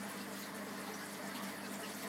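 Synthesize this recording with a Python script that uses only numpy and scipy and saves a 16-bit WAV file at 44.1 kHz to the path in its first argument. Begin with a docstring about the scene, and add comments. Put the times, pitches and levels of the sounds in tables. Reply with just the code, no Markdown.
"""An air stone bubbles in a home fish tank, heard through air in a small room, for about two seconds.
From the start a dense rush of damped bubble tones and noise runs over the air pump's hum of sines.
Flurries of tiny bubbles (clouds of very short rings) and single large gurgles soon join and recur.
Near 1.2 s the wavering strongest overtone of the hum all but vanishes for a moment; gurgles crowd near
1.83 s, and the fine fizz of surface bursts, heard throughout, is strongest at the very end."""
import sys
import numpy as np
from scipy import signal
from scipy.fft import rfft, irfft, next_fast_len
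from scipy.io import wavfile
from scipy.ndimage import uniform_filter1d, map_coordinates

SR = 44100
rng = np.random.default_rng(int(sys.argv[2]) if len(sys.argv) > 2 else 0)


def boost_factor(decibels):
    """Convert a level in decibels to a linear amplitude factor."""
    exponent = np.asarray(decibels, float) / 20
    return 10 ** exponent


def dump(signal):
    """Clip the signal to [-1, 1] and save it as 16-bit WAV at the path in sys.argv[1]."""
    limited = np.clip(np.atleast_2d(signal).T, -1, 1)
    pcm = np.round(limited * 32767).astype(np.int16)
    wavfile.write(sys.argv[1], SR, pcm)


N = 91860  # length in samples
SIZE_SCATTER_DB = 3.5  # standard deviation of the energy of bubbles in a stream or flurry


def unit(x):
    """Normalisation: scale to rms 1."""
    return x / np.sqrt(np.mean(x ** 2) + 1e-20)


def curve(rows):
    """Linear interpolation: (time [s], value) rows as one value per sample."""
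    time_s, value = np.transpose(rows)
    return np.interp(np.arange(N) / SR, time_s, value)


def wobble(rate):
    """Band-limited randomness: a smooth curve through random knots, rate of them a second."""
    knots = rng.standard_normal(400)
    return map_coordinates(knots, [np.arange(N) * rate / SR], mode="mirror")


def coloured(x, points):
    """Linear filtering: weights the spectrum of x by (frequency [Hz], gain [dB]) points, to rms 1."""
    hz, db = np.transpose(points)
    size = next_fast_len(N + 8192)
    bin_hz = np.fft.rfftfreq(size, 1 / SR)
    gain_db = np.interp(np.log(bin_hz + 1), np.log(hz + 1), db)  # read on a log axis
    return unit(irfft(rfft(x, size) * boost_factor(gain_db), size)[:N])


def patchy(x, patchy_db, bins, frames):
    """Random modulation: patches of gain in time and frequency, patchy_db rms."""
    spectrum = signal.stft(x, nperseg=256)[2]
    field = rng.standard_normal(spectrum.shape)
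    for _ in range(2):
        field = uniform_filter1d(field, bins, axis=0)
        field = uniform_filter1d(field, frames, axis=1)
    return signal.istft(spectrum * boost_factor(patchy_db * unit(field)), nperseg=256)[1][:N]


def bubbles(start_s, hz, energy, life_s, size):
    """Bubble resonance: soft-starting, damped, rising sines; energy is level squared x seconds."""
    rise_per_s = 0.4  # fractional rise in pitch
    start_s = np.clip(start_s, 0, N / SR)
    first = np.ceil(start_s * SR).astype(int)
    index = first[:, None] + np.arange(size)
    t = index / SR - start_s[:, None]
    life_s = np.reshape(life_s, (-1, 1))
    envelope = t / life_s * np.exp(-2 * t / life_s)  # peaks at half the life
    ring = envelope * np.sin(2 * np.pi * hz[:, None] * t * (1 + rise_per_s * t / 2))
    ring *= np.sqrt(64 * energy[:, None] / life_s)  # the envelope and sine alone hold life / 64
    return np.bincount(index.ravel(), ring.ravel(), N + 2 * size)[:N]


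def stream(lo_hz, hi_hz, life_s, share, count, size):
    """Superposition: bubbles at random times and pitches over white noise; share weights their power."""
    when, pitch = rng.random((count, 2)).T
    energy = boost_factor(2 * SIZE_SCATTER_DB * rng.standard_normal(count))
    grains = bubbles(when * N / SR, lo_hz + (hi_hz - lo_hz) * pitch, energy, life_s, size)
    # as much power as white noise of rms 1 has in the same band
    grains *= np.sqrt((hi_hz - lo_hz) / (SR / 2)) / np.std(grains)
    return np.sqrt(share) * grains + np.sqrt(1 - share) * rng.standard_normal(N)


def room(x, wet_db):
    """Diffuse reverberation: convolution with exponentially decaying noise, added to the direct sound."""
    t60_s = 0.23
    t = np.arange(SR // 4) / SR
    tail = rng.standard_normal(len(t)) * boost_factor(-60 * t / t60_s)
    return x + boost_factor(wet_db) * signal.fftconvolve(x, tail / np.linalg.norm(tail))[:N]


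def rush():
    """Resonant filtering: larger bubbles leaving the stone ring through water and glass."""
    # resonances of water and glass: (frequency [Hz], relative density [dB per Hz])
    rush_colour = [(30, -59), (85, -37), (125, -16), (175, -11), (200, -5), (222, -3.5), (245, 3.5),
                   (285, -5.5), (335, -16), (410, -7), (430, -3), (520, -10.5), (660, -4.5), (760, -12),
                   (810, -8.5), (1080, -7.5), (1118, -10.5), (1160, -8.5), (1450, -11.5), (1650, -9.5),
                   (1800, -9.5), (1910, -10), (2000, -10), (2400, -24), (3500, -23.5), (6000, -46.5),
                   (16000, -34)]
    # swell of the rush, of which only the departure from its mean counts: (time [s], level [dB])
    rush_swell = [(0.0, -51), (0.45, -52.5), (0.47, -50.5), (0.74, -51.5), (0.89, -50.5), (1.15, -53),
                  (1.21, -50.5), (1.78, -51.5), (1.8, -51.5), (2.01, -53), (2.03, -51), (2.08, -49)]
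    mean_db = -48
    x = stream(357, 3038, life_s=0.013, share=0.29, count=1400, size=1200)
    x = coloured(room(x, wet_db=-13), rush_colour)
    swell_db = curve(rush_swell)
    return boost_factor(mean_db + swell_db - swell_db.mean()) * x


def gurgles():
    """Free damped oscillation: single large bubbles ring out of the rush."""
    # single bubbles: (start [s], pitch [Hz], direct level over the ring life [dB], ring life [s])
    gurgle_rings = [(.035, 813, -55, 0.027), (0.112, 1556, -53.5, 0.013), (.2, 2700, -59.5, .02),
                    (.455, 1008, -60, 0.027), (0.461, 1940, -69, 0.015), (.528, 893, -59, 0.031),
                    (.595, 606, -52, 0.024), (.778, 430, -53, 0.024), (.8, 593, -56, 0.036),
                    (.862, 932, -54.5, 0.031), (.87, 794, -55, .035), (0.889, 429, -52, 0.042),
                    (0.994, 1487, -56.5, .03), (1.01, 1646, -52.5, .025), (1.192, 601, -50.5, 0.027),
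                    (1.235, 662, -54, 0.036), (1.27, 1285, -57, .025), (1.281, 1954, -55, 0.028),
                    (1.313, 1600, -53, .02), (1.35, 2870, -55.5, 0.016), (1.37, 1120, -54, 0.049),
                    (1.396, 1000, -58, 0.028), (1.43, 423, -52.5, 0.018), (1.465, 2160, -58, .03),
                    (1.51, 2040, -55, 0.021), (1.632, 2570, -57, .02), (1.67, 438, -53.5, .025),
                    (1.785, 670, -54.5, 0.026), (1.815, 431, -52, 0.031), (1.823, 1890, -54, 0.023),
                    (1.825, 1270, -56, .025), (1.831, 2915, -53, .012), (1.846, 2790, -56, 0.01),
                    (1.851, 890, -55.5, 0.036), (1.855, 563, -56, 0.026), (1.963, 667, -54, 0.026),
                    (2.02, 677, -52.5, 0.033), (2.025, 2056, -56, .025)]
    start_s, hz, db, life_s = np.transpose(gurgle_rings)
    return room(bubbles(start_s, hz, boost_factor(2 * db) * life_s, life_s, size=7000), wet_db=-16)


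def flurries(count=45):
    """Clustered impulses: each flurry is a cloud of like-sized bubbles bursting almost together."""
    # bursting clouds:
    # (centre [s], pitch [Hz], pitch scatter [Hz], length [s], direct rms level over the length [dB])
    clouds = [ (0.048, 9700, 400, 0.029, -60), (0.093, 14000, 1200, 0.021, -58),
              (0.109, 10700, 700, 0.024, -55), (0.212, 4800, 300, 0.02, -55.5),
              (0.213, 3330, 300, .015, -58), (.335, 7500, 500, 0.023, -60), (0.387, 15200, 600, .05, -60),
              (0.402, 12300, 700, 0.037, -57), (0.412, 6970, 450, 0.04, -58),
              (0.434, 4100, 250, 0.016, -58), (0.444, 4440, 200, 0.029, -57), (.445, 3570, 500, 0.032, -62),
              (0.56, 9800, 1500, 0.024, -55), (0.81, 10200, 1200, 0.027, -57.5),
              (0.844, 4350, 400, 0.018, -58), (0.885, 3700, 503, 0.046, -58.5),
              (0.939, 5800, 150, .006, -51), (0.952, 5790, 150, .01, -53), (1.018, 4950, 400, 0.049, -61),
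              (1.058, 9400, 1490, 0.02, -53.5), (1.128, 9400, 900, 0.026, -56),
              (1.129, 13000, 900, 0.023, -63), (1.158, 3530, 300, 0.029, -58),
              (1.276, 7760, 804, 0.016, -55.5), (1.286, 11600, 400, 0.016, -63),
              (1.292, 1910, 248, .03, -56), (1.364, 3300, 300, 0.024, -54.5),
              (1.359, 4330, 250, .035, -56.5), (1.397, 3480, 300, 0.062, -60),
              (1.364, 6100, 700, 0.028, -64), (1.365, 11700, 1600, 0.028, -58),
              (1.43, 14600, 1000, 0.026, -62), (1.437, 11100, 1500, .03, -55.5),
              (1.445, 5350, 990, 0.019, -57.5), (1.495, 4340, 400, 0.018, -56),
              (1.496, 14000, 1000, 0.025, -66), (1.589, 10100, 700, 0.023, -58),
              (1.663, 4440, 500, 0.027, -57), (1.738, 11800, 2500, 0.034, -56),
              (1.73, 8700, 400, 0.04, -58.5), (1.749, 7000, 450, 0.034, -56.5),
              (1.807, 10500, 800, 0.027, -57), (1.811, 8800, 400, 0.022, -58),
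              (1.845, 5200, 400, .025, -58), (1.847, 2720, 250, 0.032, -56),
              (1.891, 4450, 600, 0.036, -56.5), (1.894, 7600, 400, 0.033, -59.5),
              (1.902, 10100, 450, 0.024, -57), (1.95, 6300, 700, 0.021, -55),
              (1.97, 13300, 1500, .025, -57.5), (2.038, 13100, 1200, 0.028, -56),
              (2.035, 3800, 1010, 0.025, -53.5)]
    ring_sharpness = 0.62  # ring life [s] x pitch scatter [Hz]
    centre_s, hz, scatter_hz, length_s, db = np.transpose(clouds)[:, :, None]
    when, pitch, loudness = np.moveaxis(rng.standard_normal((len(clouds), count, 3)), 2, 0)
    start_s = centre_s + length_s * when / 3  # the length is three standard deviations
    tone_hz = np.clip(hz + scatter_hz * pitch, 500, 17000)
    share = boost_factor(2 * SIZE_SCATTER_DB * loudness)
    energy = boost_factor(2 * db) * length_s * share / share.sum(1, keepdims=True)
    life_s = np.repeat(ring_sharpness / scatter_hz, count)
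    x = bubbles(start_s.ravel(), tone_hz.ravel(), energy.ravel(), life_s, size=400)
    return room(x, wet_db=-8)


def fizz():
    """Shot noise: countless tiny bubbles burst all over the surface."""
    # colour of the fizz: (frequency [Hz], relative density [dB per Hz])
    fizz_colour = [(1180, -21), (2000, -5), (3070, -7), (3940, -10), (4410, -7), (7070, -10.5),
                   (11200, -11), (13500, -16), (15600, -21)]
    # swelling as the plume breaks the surface: (time [s], level [dB])
    fizz_swell = [(0.0, -53), (0.11, -52), (0.14, -52.5), (0.22, -52), (0.25, -54.5), (0.43, -51),
                  (0.53, -57), (0.56, -53.5), (0.63, -55), (0.68, -53.5), (1.15, -53), (1.22, -53.5),
                  (1.27, -52.5), (1.34, -55.5), (1.35, -50.5), (1.42, -55), (1.44, -50), (1.62, -55.5),
                  (1.65, -52.5), (1.69, -54), (1.75, -52), (1.78, -54), (1.85, -52), (2.02, -51),
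                  (2.03, -49.5), (2.06, -53.5), (2.08, -48.5)]
    x = stream(2024, 15720, life_s=0.0013, share=0.2, count=6000, size=300)
    x = patchy(room(x, wet_db=-3), patchy_db=1.5, bins=6, frames=6)
    return boost_factor(curve(fizz_swell)) * coloured(x, fizz_colour)


def pump():
    """Harmonic series: steady multiples of the stroke rate, and an overtone wavering in level and phase."""
    # steady hum lines: (frequency [Hz], rms level [dB])
    hum_lines = [(50, -85.5), (100, -69.5), (125, -75), (150, -71), (175, -66), (275, -63), (300, -58.5),
                 (350, -67.5), (400, -72), (450, -84), (550, -71), (600, -66.5)]
    # the wavering overtone: (time [s], rms level [dB])
    drone_swell = [(0.0, -46.5), (0.09, -51.5), (0.14, -63), (0.17, -47), (0.22, -50.5), (0.27, -55),
                   (0.3, -51), (0.44, -52), (0.47, -59), (0.62, -48), (0.67, -53.5), (0.71, -49.5),
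                   (0.81, -55), (0.84, -52.5), (0.97, -57.5), (1.0, -51), (1.03, -59), (1.13, -49.5),
                   (1.15, -49), (1.2, -84), (1.24, -47.5), (1.34, -53), (1.37, -58), (1.44, -45),
                   (1.49, -48.5), (1.54, -62), (1.59, -54), (1.77, -49), (1.83, -63), (1.85, -52.5),
                   (1.88, -48), (1.92, -69), (1.95, -46), (2.01, -68), (2.05, -51), (2.08, -51)]
    drone_hz, drift_rad = 200.5, 0.7  # phase drift for a wobble of 1
    t = np.arange(N) / SR
    hum = sum(boost_factor(db) * np.sin(2 * np.pi * (hz * t + rng.random())) for hz, db in hum_lines)
    drone_phase = 2 * np.pi * drone_hz * t + drift_rad * wobble(16.0)
    drone = boost_factor(curve(drone_swell)) * np.sin(drone_phase)
    return np.sqrt(2) * (hum + drone)  # rms to peak


def scene():
    """Linear superposition: every source sums at one microphone."""
    return (rush() + gurgles() + flurries() + fizz() + pump())[None]


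def roll_off(x):
    """The treble ends steeply here."""
    return signal.sosfilt(signal.butter(12, 15730, fs=SR, output="sos"), x)


def record(dry):
    """High-pass response: the microphone drops the deep bass."""
    low_cut = signal.butter(2, 70, "high", fs=SR, output="sos")  # corner in Hz
    mix = signal.sosfilt(low_cut, dry)
    return roll_off(mix)


dry = scene()
out = record(dry)
dump(out)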